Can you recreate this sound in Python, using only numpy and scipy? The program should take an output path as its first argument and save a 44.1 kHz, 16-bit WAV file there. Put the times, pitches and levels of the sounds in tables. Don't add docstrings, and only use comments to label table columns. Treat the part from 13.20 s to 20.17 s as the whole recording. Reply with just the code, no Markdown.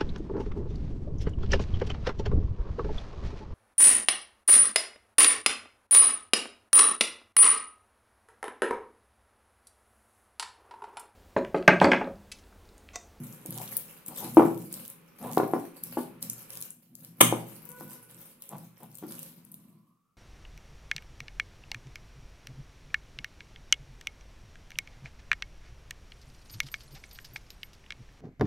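import sys
import numpy as np
from scipy import signal
from scipy.fft import rfft, irfft
from scipy.io import wavfile
from scipy.ndimage import uniform_filter1d

SR = 44100
rng = np.random.default_rng(int(sys.argv[2]) if len(sys.argv) > 2 else 0)


def master_out(mix):
    frames = np.transpose(np.atleast_2d(mix))
    ceiling = np.clip(frames, -1, 1)
    pcm = np.round(ceiling * 32767).astype(np.int16)
    wavfile.write(sys.argv[1], SR, pcm)


N = 307356
TOP_HZ = 15800


def amp(db):
    return 10 ** (np.asarray(db) / 20)


def unit(x):
    return x / np.sqrt(np.mean(x ** 2))


def seconds(length):
    return np.arange(int(length * SR)) / SR


def envelope(rows):
    return amp(np.interp(np.arange(N) / SR, *np.transpose(rows), left=-140, right=-140))


def gestures(rows, attack_s, fall_db_per_s):
    power = np.zeros(N)
    for start, hold, db in rows:
        end = start + hold + 80 / fall_db_per_s
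        i = np.arange(max(int((start - attack_s) * SR), 0), min(int(end * SR), N))
        rise = np.clip(1 + (i / SR - start) / attack_s, 0, 1) ** 2
        fall_db = fall_db_per_s * np.maximum(i / SR - start - hold, 0)
        power[i] += (rise * amp(db - fall_db)) ** 2
    return np.sqrt(power)


def add(out, start_s, sound):
    i = int(start_s * SR)
    out[..., i:i + sound.shape[-1]] += sound[..., :N - i]


def through(x, response):
    return signal.oaconvolve(np.atleast_2d(x), np.atleast_2d(response), axes=1)[:, :N]


def colour(x, points, size=4096):
    hz, db = np.transpose(points)
    gain = amp(np.interp(np.log(np.fft.rfftfreq(size, 1 / SR) + 1), np.log(hz), db))
    cepstrum = irfft(np.log(gain))[:size // 2]
    cepstrum[1:] *= 2
    return through(x, irfft(np.exp(rfft(cepstrum, size))))


def ring(modes, length_s):
    t = seconds(length_s)
    return sum(amp(db) * np.cos(2 * np.pi * hz * t) * np.exp(-np.log(1000) * t / t60)
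               for hz, db, t60 in modes)


def slips(per_s, spread_db):
    jerks = (rng.random(N) < per_s / SR) * rng.choice([-1, 1], N)
    return unit(jerks * amp(spread_db * rng.standard_normal(N)))


def wide_noise(spectrum):
    return unit(colour(rng.standard_normal((2, N)) + rng.standard_normal(N), spectrum))


def place(x, pan_db, lag_ms):
    delay = np.exp(-2j * np.pi * np.fft.rfftfreq(len(x), 1 / SR) * lag_ms / 1000)
    left = irfft(rfft(x) * delay, len(x))
    return np.array([left * amp(pan_db / 2), x * amp(-pan_db / 2)])


def microphones(pair):
    left = colour(pair[0], [(4000, 2.5), (8000, -3.0), (14000, 1.5)])
    right = colour(pair[1], [(4000, 3.5), (8000, 2.5), (14000, -3.0)])
    return np.vstack([left, right])


# freq_hz, gain_db
HUSH_SPECTRUM = [(30, -13), (190, 1), (350, -13.5), (900, -17.5), (2000, -30), (15000, -27.5)]
def room_tone():
    return wide_noise(HUSH_SPECTRUM) * amp(-82.5)


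# freq_hz, gain_db
TRAFFIC_SPECTRUM = [(100, -4.5), (470, 2), (680, -12.5), (900, -4.5), (1300, -5), (1800, -10.5), (2500, -7),
                    (3600, -19.5), (9000, -34)]
# time_s, level_db
TRAFFIC_LEVELS = [(0, -60.5), (1.8, -64), (3.4, -61), (3.6, -88.5), (4.0, -68.5), (4.4, -61.5), (5.2, -70),
                  (5.75, -71.5), (6.0, -68.5), (6.5, -79), (6.8, -93.5), (7.0, -92)]
def traffic():
    return wide_noise(TRAFFIC_SPECTRUM) * envelope(TRAFFIC_LEVELS)


# time_s, pitch_hz
HORN_GLIDE = [(4.44, 483.5), (4.5, 485), (4.57, 496), (4.63, 487), (4.74, 499), (4.85, 490.4)]
# multiple, level_db
HORN_HARMONICS = [(1, 5), (2, 2.5), (3, 0), (4, -16)]
def horn():
    phase = 2 * np.pi * np.cumsum(np.interp(np.arange(N) / SR, *np.transpose(HORN_GLIDE))) / SR
    noise = rng.standard_normal((len(HORN_HARMONICS), N))
    wavers = unit(colour(noise, [(8, -12.5), (25, 0), (100, -61), (400, -82)]))
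    tone = sum(amp(db) * np.sin(k * phase + .58 * waver)
               for (k, db), waver in zip(HORN_HARMONICS, wavers))
    return unit(tone) * gestures([(4.54, .022, -52)], attack_s=.15, fall_db_per_s=53.5)


# time_s, pitch_hz, level_db
MOTOR_RUN = [(6.05, 980, -85), (6.35, 1007, -78), (6.65, 1080, -74.5), (6.78, 1140, -79), (6.87, 1207, -77),
             (6.97, 1264, -82)]
def motor():
    times, hz, db = np.transpose(MOTOR_RUN)
    phase = 2 * np.pi * np.cumsum(np.interp(np.arange(N) / SR, times, hz)) / SR
    smear = unit(colour(rng.standard_normal(N), [(70, 2.5), (150, -8), (400, -30.5)]))
    return smear * np.sin(phase) * envelope(list(zip(times, db)))


# freq_hz, t60_s, level_db
WALL_TAIL = [(59.3, 0.85, -19.5), (95, .7, -10), (130.8, 0.67, 0), (286.4, 0.54, -6), (812, 0.36, -4),
             (2800, .38, -2.5), (7900, 0.31, -1.5), (15000, 0.28, -4.5)]
# pitch_hz, relative_db, t60_s
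ROOM_MODES = [(120, 3, 0.68), (169, 1, 0.66), (216, -9.5, 0.47), (247.6, 1, 0.35), (326, -6, 0.27),
              (389, -12, 0.2), (412, -6, 0.45), (455, -11.5, 0.2), (545, -6, 0.6), (678, -13.5, .37),
              (694, -14, 0.18)]
def kitchen(x, build_s=.003, modes_db=-58.5, alike_hz=400.8):
    t = seconds(.9)
    hz, t60s, levels = np.transpose(WALL_TAIL)
    freq = np.fft.rfftfreq(len(t), 1 / SR)
    mid, side = rfft(rng.standard_normal((2, len(t))))
    width = freq / (freq + alike_hz)
    noise = (mid + np.array([[1], [-1]]) * width * side) / np.sqrt(1 + width ** 2)
    tail = 0
    for share, t60, db in zip(np.eye(len(hz)), t60s, levels):
        band = irfft(noise * np.interp(np.log(freq + 1), np.log(hz), share), len(t))
        fade = (1 - np.exp(-(t / build_s) ** 2)) * np.exp(-np.log(1000) * t / t60)
        tail = tail + amp(db) * band * fade / np.linalg.norm(fade)
    waves = ring(ROOM_MODES, 1)[:len(t)] * (1 - np.exp(-t / build_s))
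    return through(x, tail + amp(modes_db) * waves)


# pitch_hz, relative_db, t60_s
BOWL_MODES = [(449, -2.5, 0.014), (734, 0.5, 0.011), (875, -6, 0.011), (890, -14, 0.0064),
              (1360, -9, 0.0081), (1795, -24, 0.033)]
# start_s, relative_db, contact_ms, base_t60_s, rebound_db, rebound_gap_ms
BOWL_KNOCKS = [(0.2544, -30.5, 1.5, .033, -20, 3.9), (0.882, -20.5, 5.3, 0.059, -12, 3),
               (1.045, -26, 1.9, 0.036, -12, 3.9), (1.1698, 1.5, .9, .045, -6.5, 3.23),
               (1.1788, -2, 1.5, .025, -8, 3), (1.1947, -2, 0.85, 0.011, -8.5, 2.2),
               (1.2069, -5.5, 1.03, 0.013, -21, 3.2), (1.221, -8, 0.74, .02, -22, 2.6),
               (1.2531, -7.5, 1.96, 0.018, -12.5, 3.3), (2.1734, -3, 0.91, 0.0087, -10, 2.7),
               (2.1992, -7, 0.94, 0.006, -6, 2.8), (2.232, -10.5, 1.28, 0.011, -12, 3.1),
               (2.3352, -7.5, 0.94, 0.019, -10, 2.83), (2.3516, -16.5, 2.7, 0.029, -9, 3.3),
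               (2.363, -17.5, 1.1, 0.015, -10.5, 3.84), (2.7704, -14, 1.08, 0.018, -12, 2.36),
               (2.7738, -14, 1.14, 0.0067, -15, 2.8), (2.7825, -22, 1.25, 0.027, -13, 3.1),
               (2.7858, -20, 1.45, 0.01, -17, 3.2), (2.7904, -20, 1.33, .017, -28, 2.9),
               (4.013, -10.5, 1.08, 0.066, -17, 3.4), (4.1247, -6.5, 1.07, 0.0085, -21, 3.4),
               (4.1302, -17, 2.1, 0.029, -8.5, 2.96), (4.609, -33.5, 0.15, .008, -18, 4),
               (4.61, -24, 3.5, 0.023, -14.5, 3.15), (5.826, -36.5, 0.67, .022, -8, 2.6),
               (5.835, -19.5, 2.74, 0.021, -7, 2.9)]
def knocks(base_hz=327.8, table_delay_hz=700):
    thuds, grit = np.zeros((2, N))
    ms = 1000 * seconds(.06)
    for start, db, contact_ms, t60, rebound_db, gap_ms in BOWL_KNOCKS:
        push = np.sin(np.pi * np.minimum(ms / contact_ms, 1)) ** 2
        body = ring([(base_hz, 0, t60)] + BOWL_MODES, .2)
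        blow = amp(db) * signal.fftconvolve(push / push.sum(), body)
        for k in range(3):
            add(thuds, start + k * gap_ms / 1000, amp(k * rebound_db) * blow)
        add(grit, start, amp(db) * rng.standard_normal(len(ms)) * np.exp(-ms / 9))
    pole = np.exp(-2 * np.pi * table_delay_hz / SR)
    return signal.lfilter([pole, -1], [1, -pole], -thuds), grit


# start_s, length_s, relative_db
BOWL_SCUFFS = [(0.347, 0.11, -39), (0.887, 0.059, -42), (0.994, 0.093, -35), (1.996, 0.15, -33.5),
               (5.294, 0.076, -37), (5.595, 0.057, -42), (5.816, 0.05, -40.5)]
def scuffs():
    grip = np.zeros(N)
    for start, length, db in BOWL_SCUFFS:
        add(grip, start, amp(db) * np.sqrt(np.hanning(int(length * SR))))
    jerks = grip * slips(per_s=1000, spread_db=1)
    force = colour(jerks, [(90, -16.5), (170, -4.5), (400, -2), (850, -.5), (1500, -11), (4000, -30)])
    grind = colour(jerks, [(700, -30), (1700, -3), (2800, -4.5), (3600, -5), (5000, -15), (12000, -22.5)])
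    return through(force, ring(BOWL_MODES, .2))[0], grind


def bowl_on_table():
    thuds, grit = knocks()
    drag, grind = scuffs()
    radiation = [(50, -16), (85, -14), (140, -.5), (300, 1), (1250, 1), (1750, -7), (2600, -18.5),
                 (6000, -46)]
    wood = colour(amp(-6.5) * thuds + amp(-25) * drag, radiation)
    rasp = colour(grit, [(300, -18), (1300, 4.5), (2300, -4), (3500, -17), (5000, -22.5), (12000, -23)])
    sound = wood + amp(-23) * rasp + amp(-13) * grind
    return place(sound[0], pan_db=1.5, lag_ms=.018)


def hand_contact(db, hold_s=6.49):
    return gestures([(.0018, hold_s, db)], attack_s=.02, fall_db_per_s=68.5)


# freq_hz, gain_db
RUMBLE_SPECTRUM = [(24, -61.5), (40, -13), (81, -25), (100, -18), (119, -1), (135, -2.5), (162, 4.5),
                   (194, 1), (230, 3), (275, -7), (349, -7.5), (389, -19.5), (495, -26.5), (700, -21),
                   (910, -41), (1540, -120)]
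# start_s, hold_s, relative_db
PALM_PRESSES = [(0.0, 0.0076, -36), (.285, 0.056, -38.5), (.42, 0.17, -50.5), (.87, 0.15, -49.5),
                (1.03, 0.35, -37.5), (1.52, 0.027, -42), (2.02, 0.1, -38), (2.63, 0.29, -46.5),
                (3.03, 0.086, -45.5), (3.36, 0.17, -55.5), (3.71, 0.31, -52.5), (4.22, 0.28, -51.5),
                (4.61, 0.041, -43), (4.94, 0.039, -53), (5.34, 0.026, -42.5), (5.64, 0.035, -48),
                (5.835, 0.071, -42.5), (6.06, 0.49, -53.5), (6.6, 0.046, -61)]
def palm_rumble():
    rumble = unit(colour(slips(per_s=660, spread_db=3), RUMBLE_SPECTRUM))[0]
    presses = gestures(PALM_PRESSES, attack_s=.044, fall_db_per_s=109)
    weight = np.hypot(presses, hand_contact(-63.5))
    return place(rumble * weight * amp(-6), pan_db=0, lag_ms=0)


# freq_hz, gain_db
SLAP_SPECTRUM = [(40, -36), (130, -5.5), (220, -4.5), (330, 4), (450, 3.5), (650, 3), (1020, 2), (1400, -3),
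                 (2200, -3.5), (2750, -1), (3260, 0), (3600, -6.5), (4300, -15.5), (5300, -18), (6100, -3),
                 (7000, -8.5), (8800, 2), (11500, 1), (15000, -6)]
# pitch_hz, relative_db, t60_s
SLAP_TONES = [(1051, -1, .2), (1675, -7, .2), (2950, -1, 0.1), (3235, -1, .16), (8903, -1.5, 0.15),
              (9287, -5.5, .14), (11459, -5.5, .14)]
def lump_slap(start_s=4.0105, hold_s=.0055, attack_s=.0074):
    spit = place(slips(per_s=9000, spread_db=1.5), pan_db=4, lag_ms=.092)
    spit += amp(-1) * np.array([slips(per_s=8400, spread_db=7.5) for _ in range(2)])
    burst = gestures([(start_s, hold_s, -6)], attack_s, fall_db_per_s=5997)
    spatter = gestures([(start_s, hold_s, -28)], attack_s, fall_db_per_s=700.5)
    out = amp(-.1) * colour(spit * np.hypot(burst, spatter), SLAP_SPECTRUM)
    out /= np.std(colour(spit, SLAP_SPECTRUM))
    thump = ring([(117.36, -4, .3), (170, -1, .21), (236.4, 2.5, .2)], .6)
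    add(out, start_s + .0035, amp(-26.5) * thump)
    add(out, start_s, amp(-32.5) * ring(SLAP_TONES, .3))
    return microphones(out)


def film_crackle(count=7000, spread_db=2.4, decay_cycles=3.5, max_pan_db=18, max_lag_ms=.156, size=96):
    when, pitch, strength, side, path = rng.random((count, 5)).T[:, :, None]
    hz = 1500 + 15000 * pitch ** 1.2
    height = amp(spread_db * np.minimum(-np.log(1 - strength), 3.8)) * np.sqrt(hz)
    index = (when * (N - size)).astype(int) + np.arange(size)
    pair = []
    for sign, lag_s in ((1, path * max_lag_ms / 1000), (-1, 0)):
        cycles = hz * np.maximum(np.arange(size) / SR - lag_s, 0)
        gain = height * amp(sign * max_pan_db * (side - .5))
        snaps = gain * np.sin(2 * np.pi * cycles) * np.exp(-cycles / decay_cycles)
        pair.append(np.bincount(index.ravel(), snaps.ravel(), N))
    return unit(np.array(pair))


# freq_hz, gain_db
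WET_SPECTRUM = [(210, -31.5), (350, -5.5), (398, -4.5), (514, 6), (664, -5), (943, -3.5), (1220, -11),
                (2000, -19), (2750, -15), (3340, -17.5), (7190, -15.5), (11600, -1), (15000, -3),
                (16000, -14.5)]
# start_s, hold_s, relative_db
FINGER_PULLS = [(0.0, 0.13, -48), (0.264, .15, -46), (0.415, .18, -43.5), (0.669, .13, -51.5),
                (0.872, .015, -46.5), (0.953, .14, -43), (1.121, .31, -48.5), (1.518, 0.027, -41.5),
                (1.606, .09, -50), (1.962, .1, -49.5), (2.119, .07, -39.5), (2.271, .16, -51),
                (2.53, .06, -57.5), (2.637, .01, -44.5), (2.718, .08, -48.5), (3.02, .02, -40),
                (3.148, .09, -51.5), (3.299, 0.16, -48), (3.63, .04, -65.5), (3.782, .07, -52.5),
                (3.995, .01, -49), (4.142, .08, -51), (4.269, .27, -52), (4.589, .15, -47.5),
                (4.894, .07, -52.5), (4.98, .06, -48), (5.206, .19, -52), (5.57, .16, -58.5),
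                (5.751, .03, -56.5), (5.843, .24, -49), (6.257, .15, -63)]
def squelch(pull, fits_per_s=70, fits_db=5.6):
    films = unit(colour(film_crackle(), WET_SPECTRUM))
    knots = np.arange(0, N, SR // fits_per_s)
    fits = np.interp(np.arange(N), knots, rng.standard_normal(len(knots)))
    tearing = np.hypot(pull, hand_contact(-67))
    return microphones(films * tearing * amp(fits_db * fits - 7.5))


def small_pockets(pull, count=80):
    pulling = np.concatenate([np.arange(int(start * SR), int((start + hold) * SR))
                              for start, hold, _ in FINGER_PULLS])
    share = (np.arange(count) + rng.random(count)) / count
    at = pulling[(share * len(pulling)).astype(int)]
    size, pitch, side, smack = rng.standard_normal((count, 4)).T
    level_db = 20 * np.log10(pull[at]) + 4 + 2.5 * size
    pitch_hz = 12000 * 2 ** (.2 * pitch)
    return list(zip(at / SR, level_db, pitch_hz, 4.5 * side, -18 + 3 * smack))


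# start_s, level_db, pitch_hz, left_minus_right_db, smack_db
LARGE_POCKETS = [(.2611, -30.5, 10800, -3.5, -17.5), (.3073, -28.5, 12600, 2, -28),
                 (.3256, -35.5, 11500, 2, -4), (.3772, -31.5, 11000, -6, -15), (.3849, -36.5, 9050, 3, 17),
                 (.4118, -36.5, 13500, 7, -12), (.4164, -33.5, 13600, 3, -9), (.4777, -37.5, 11000, 2, 9),
                 (.4907, -41, 13000, 7, -9), (.5173, -37, 13500, 9, -14), (.5686, -16, 15400, 7, -21),
                 (.5697, -21, 15100, 9, -23), (.5763, -25, 13500, 11, -28), (.5899, -42, 12500, 8, -12),
                 (.5987, -41.5, 14000, 11, -18), (.6067, -41, 14000, 12, -25), (.863, -33, 11400, 3, -23),
                 (.8822, -29, 12000, 1, -18), (.8852, -31, 11500, 1, -16), (.962, -34, 11600, 8, -12),
                 (.9737, -35, 11600, 7, -8), (.9862, -37, 12500, 5, -11), (1.0046, -31, 12800, 15, -18),
                 (1.1464, -34, 13200, 9, -24), (1.3764, -40, 12330, 1, -6), (1.4194, -43, 11500, 8, -12),
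                 (1.5274, -28, 11100, -2, -25), (1.5409, -30, 12380, 3.5, -6),
                 (1.5462, -38, 12200, 5.5, -18.5), (1.66, -40, 12860, 11, -11),
                 (1.6795, -33.5, 11300, 0, -17), (1.7011, -33.5, 11750, 1, -24),
                 (2.1153, -37, 9680, -9, -8), (2.133, -31, 10400, -2, -6), (2.149, -34, 11000, -3, -11),
                 (2.1697, -36, 12200, 6, -5), (2.1805, -26, 12500, -2, -4), (2.6356, -35, 13400, -2, -20),
                 (2.6373, -24.5, 13000, 0.5, -18), (2.6394, -34, 13000, 4, -16),
                 (2.7116, -45, 12400, 0, -14), (2.8317, -42, 13000, 7.5, -20), (3.027, -24, 11500, -1, -10),
                 (3.0995, -21.5, 8700, 2, -21), (3.1326, -32, 12930, 14, -21), (3.1925, -40, 12500, 5, -14),
                 (3.2214, -45, 13000, 17, -17), (3.3044, -32.5, 11360, -5.5, -11),
                 (3.3339, -40.5, 10980, -5, 2), (3.3545, -37.5, 10500, 0, -4.5),
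                 (3.3729, -31.5, 11800, -2.5, -6.5), (3.4062, -34.5, 12400, 3.5, -22),
                 (3.4137, -30, 12200, 2.5, -13), (3.4245, -28.5, 11870, 2, -11),
                 (3.4268, -35, 11500, 5, -11.5), (3.4535, -40, 12800, 6, -16),
                 (3.5058, -32.5, 10850, 2.5, -29), (3.7534, -36, 13000, 6, -11),
                 (3.8481, -38, 13140, 5.5, -10.5), (4.4541, -37, 13300, 7, -25),
                 (4.4912, -33.5, 13900, 16, -31), (4.5175, -38, 10800, 3, -20),
                 (4.5268, -47, 11140, 2, -22), (4.6, -43.5, 10500, 3, -10), (4.6093, -38, 12100, 8, -15),
                 (4.716, -43.5, 11000, 3.5, 0), (4.912, -45.5, 10000, 4, -12), (5.2223, -34, 11810, 3, -15),
                 (5.292, -34, 10150, -1, -20.5), (5.383, -39.5, 12700, 5.5, -20),
                 (5.6323, -40.5, 13200, 6.5, -22), (5.746, -46, 10500, 1.5, -15),
                 (5.754, -37, 10700, 7, -20), (5.7728, -41, 11800, 9, -18.5),
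                 (5.785, -39.5, 11000, 5, -18.5), (5.8855, -43.5, 11100, 2.5, -9),
                 (5.911, -40, 11000, 2, -12), (5.9225, -33, 11770, -2, -12), (5.9927, -32, 11900, 3.5, -15),
                 (6.03, -34.5, 12000, 5, -19), (6.2503, -44, 12240, 10.5, -25),
                 (6.3177, -40.5, 11400, 2, -20), (6.3217, -42, 12500, 3, -17),
                 (6.3428, -35.5, 11370, 0, -19)]
def pops(pull, rise_ms=.33, fall_ms=.9, spray_ms=5, pocket_octaves=.56, smack_hz=5200):
    out = np.zeros((2, N))
    lead_s = .01
    ms = 1000 * (seconds(.06) - lead_s)
    freq = np.fft.rfftfreq(len(ms), 1 / SR) + 1
    spray = amp(-18) * np.exp(np.minimum(2 * ms / spray_ms, -ms / spray_ms))
    top_cut = 1 / (1 + (freq / TOP_HZ) ** 40)
    smack = np.exp(-np.log2(freq / smack_hz) ** 2)
    for start, db, hz, pan_db, smack_db in LARGE_POCKETS + small_pockets(pull):
        snaps, drops, sizes = rng.standard_normal((3, len(ms)))
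        snaps[int(lead_s * SR)] = 4
        stretch = 1 + amp(db + 11)
        burst = np.exp(np.minimum(ms / rise_ms, -ms / fall_ms) / stretch)
        tear = snaps * burst + drops * amp(2.8 * sizes) * spray
        pocket = np.exp(-(np.log2(freq / hz) / pocket_octaves) ** 2) + amp(smack_db) * smack
        sound = irfft(rfft(tear) * pocket * top_cut, len(ms))
        pair = place(sound, pan_db, lag_ms=.14 * rng.random())
        loudest = np.sqrt(uniform_filter1d(np.mean(pair ** 2, axis=0), size=44).max())
        add(out, max(start - lead_s, 0), pair * amp(db) / loudest)
    return out


def scene():
    pull = gestures(FINGER_PULLS, attack_s=.02, fall_db_per_s=141.5)
    wet, lump, bowl, rumble = squelch(pull), lump_slap(), bowl_on_table(), palm_rumble()
    street = traffic() + horn() + motor()
    snaps = pops(pull)
    to_walls = (amp(4.5) * wet + amp(-3) * lump + amp(-4.5) * snaps
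                + amp(.55) * bowl + amp(-2.5) * rumble + street)
    return wet + lump + snaps + bowl + rumble + street + kitchen(to_walls) + room_tone()


def record(dry):
    top_cut = signal.ellip(8, .2, 70, TOP_HZ, fs=SR, output="sos")
    return signal.sosfilt(top_cut, np.clip(dry, -1, 1))


dry = scene()
out = record(dry)
master_out(out)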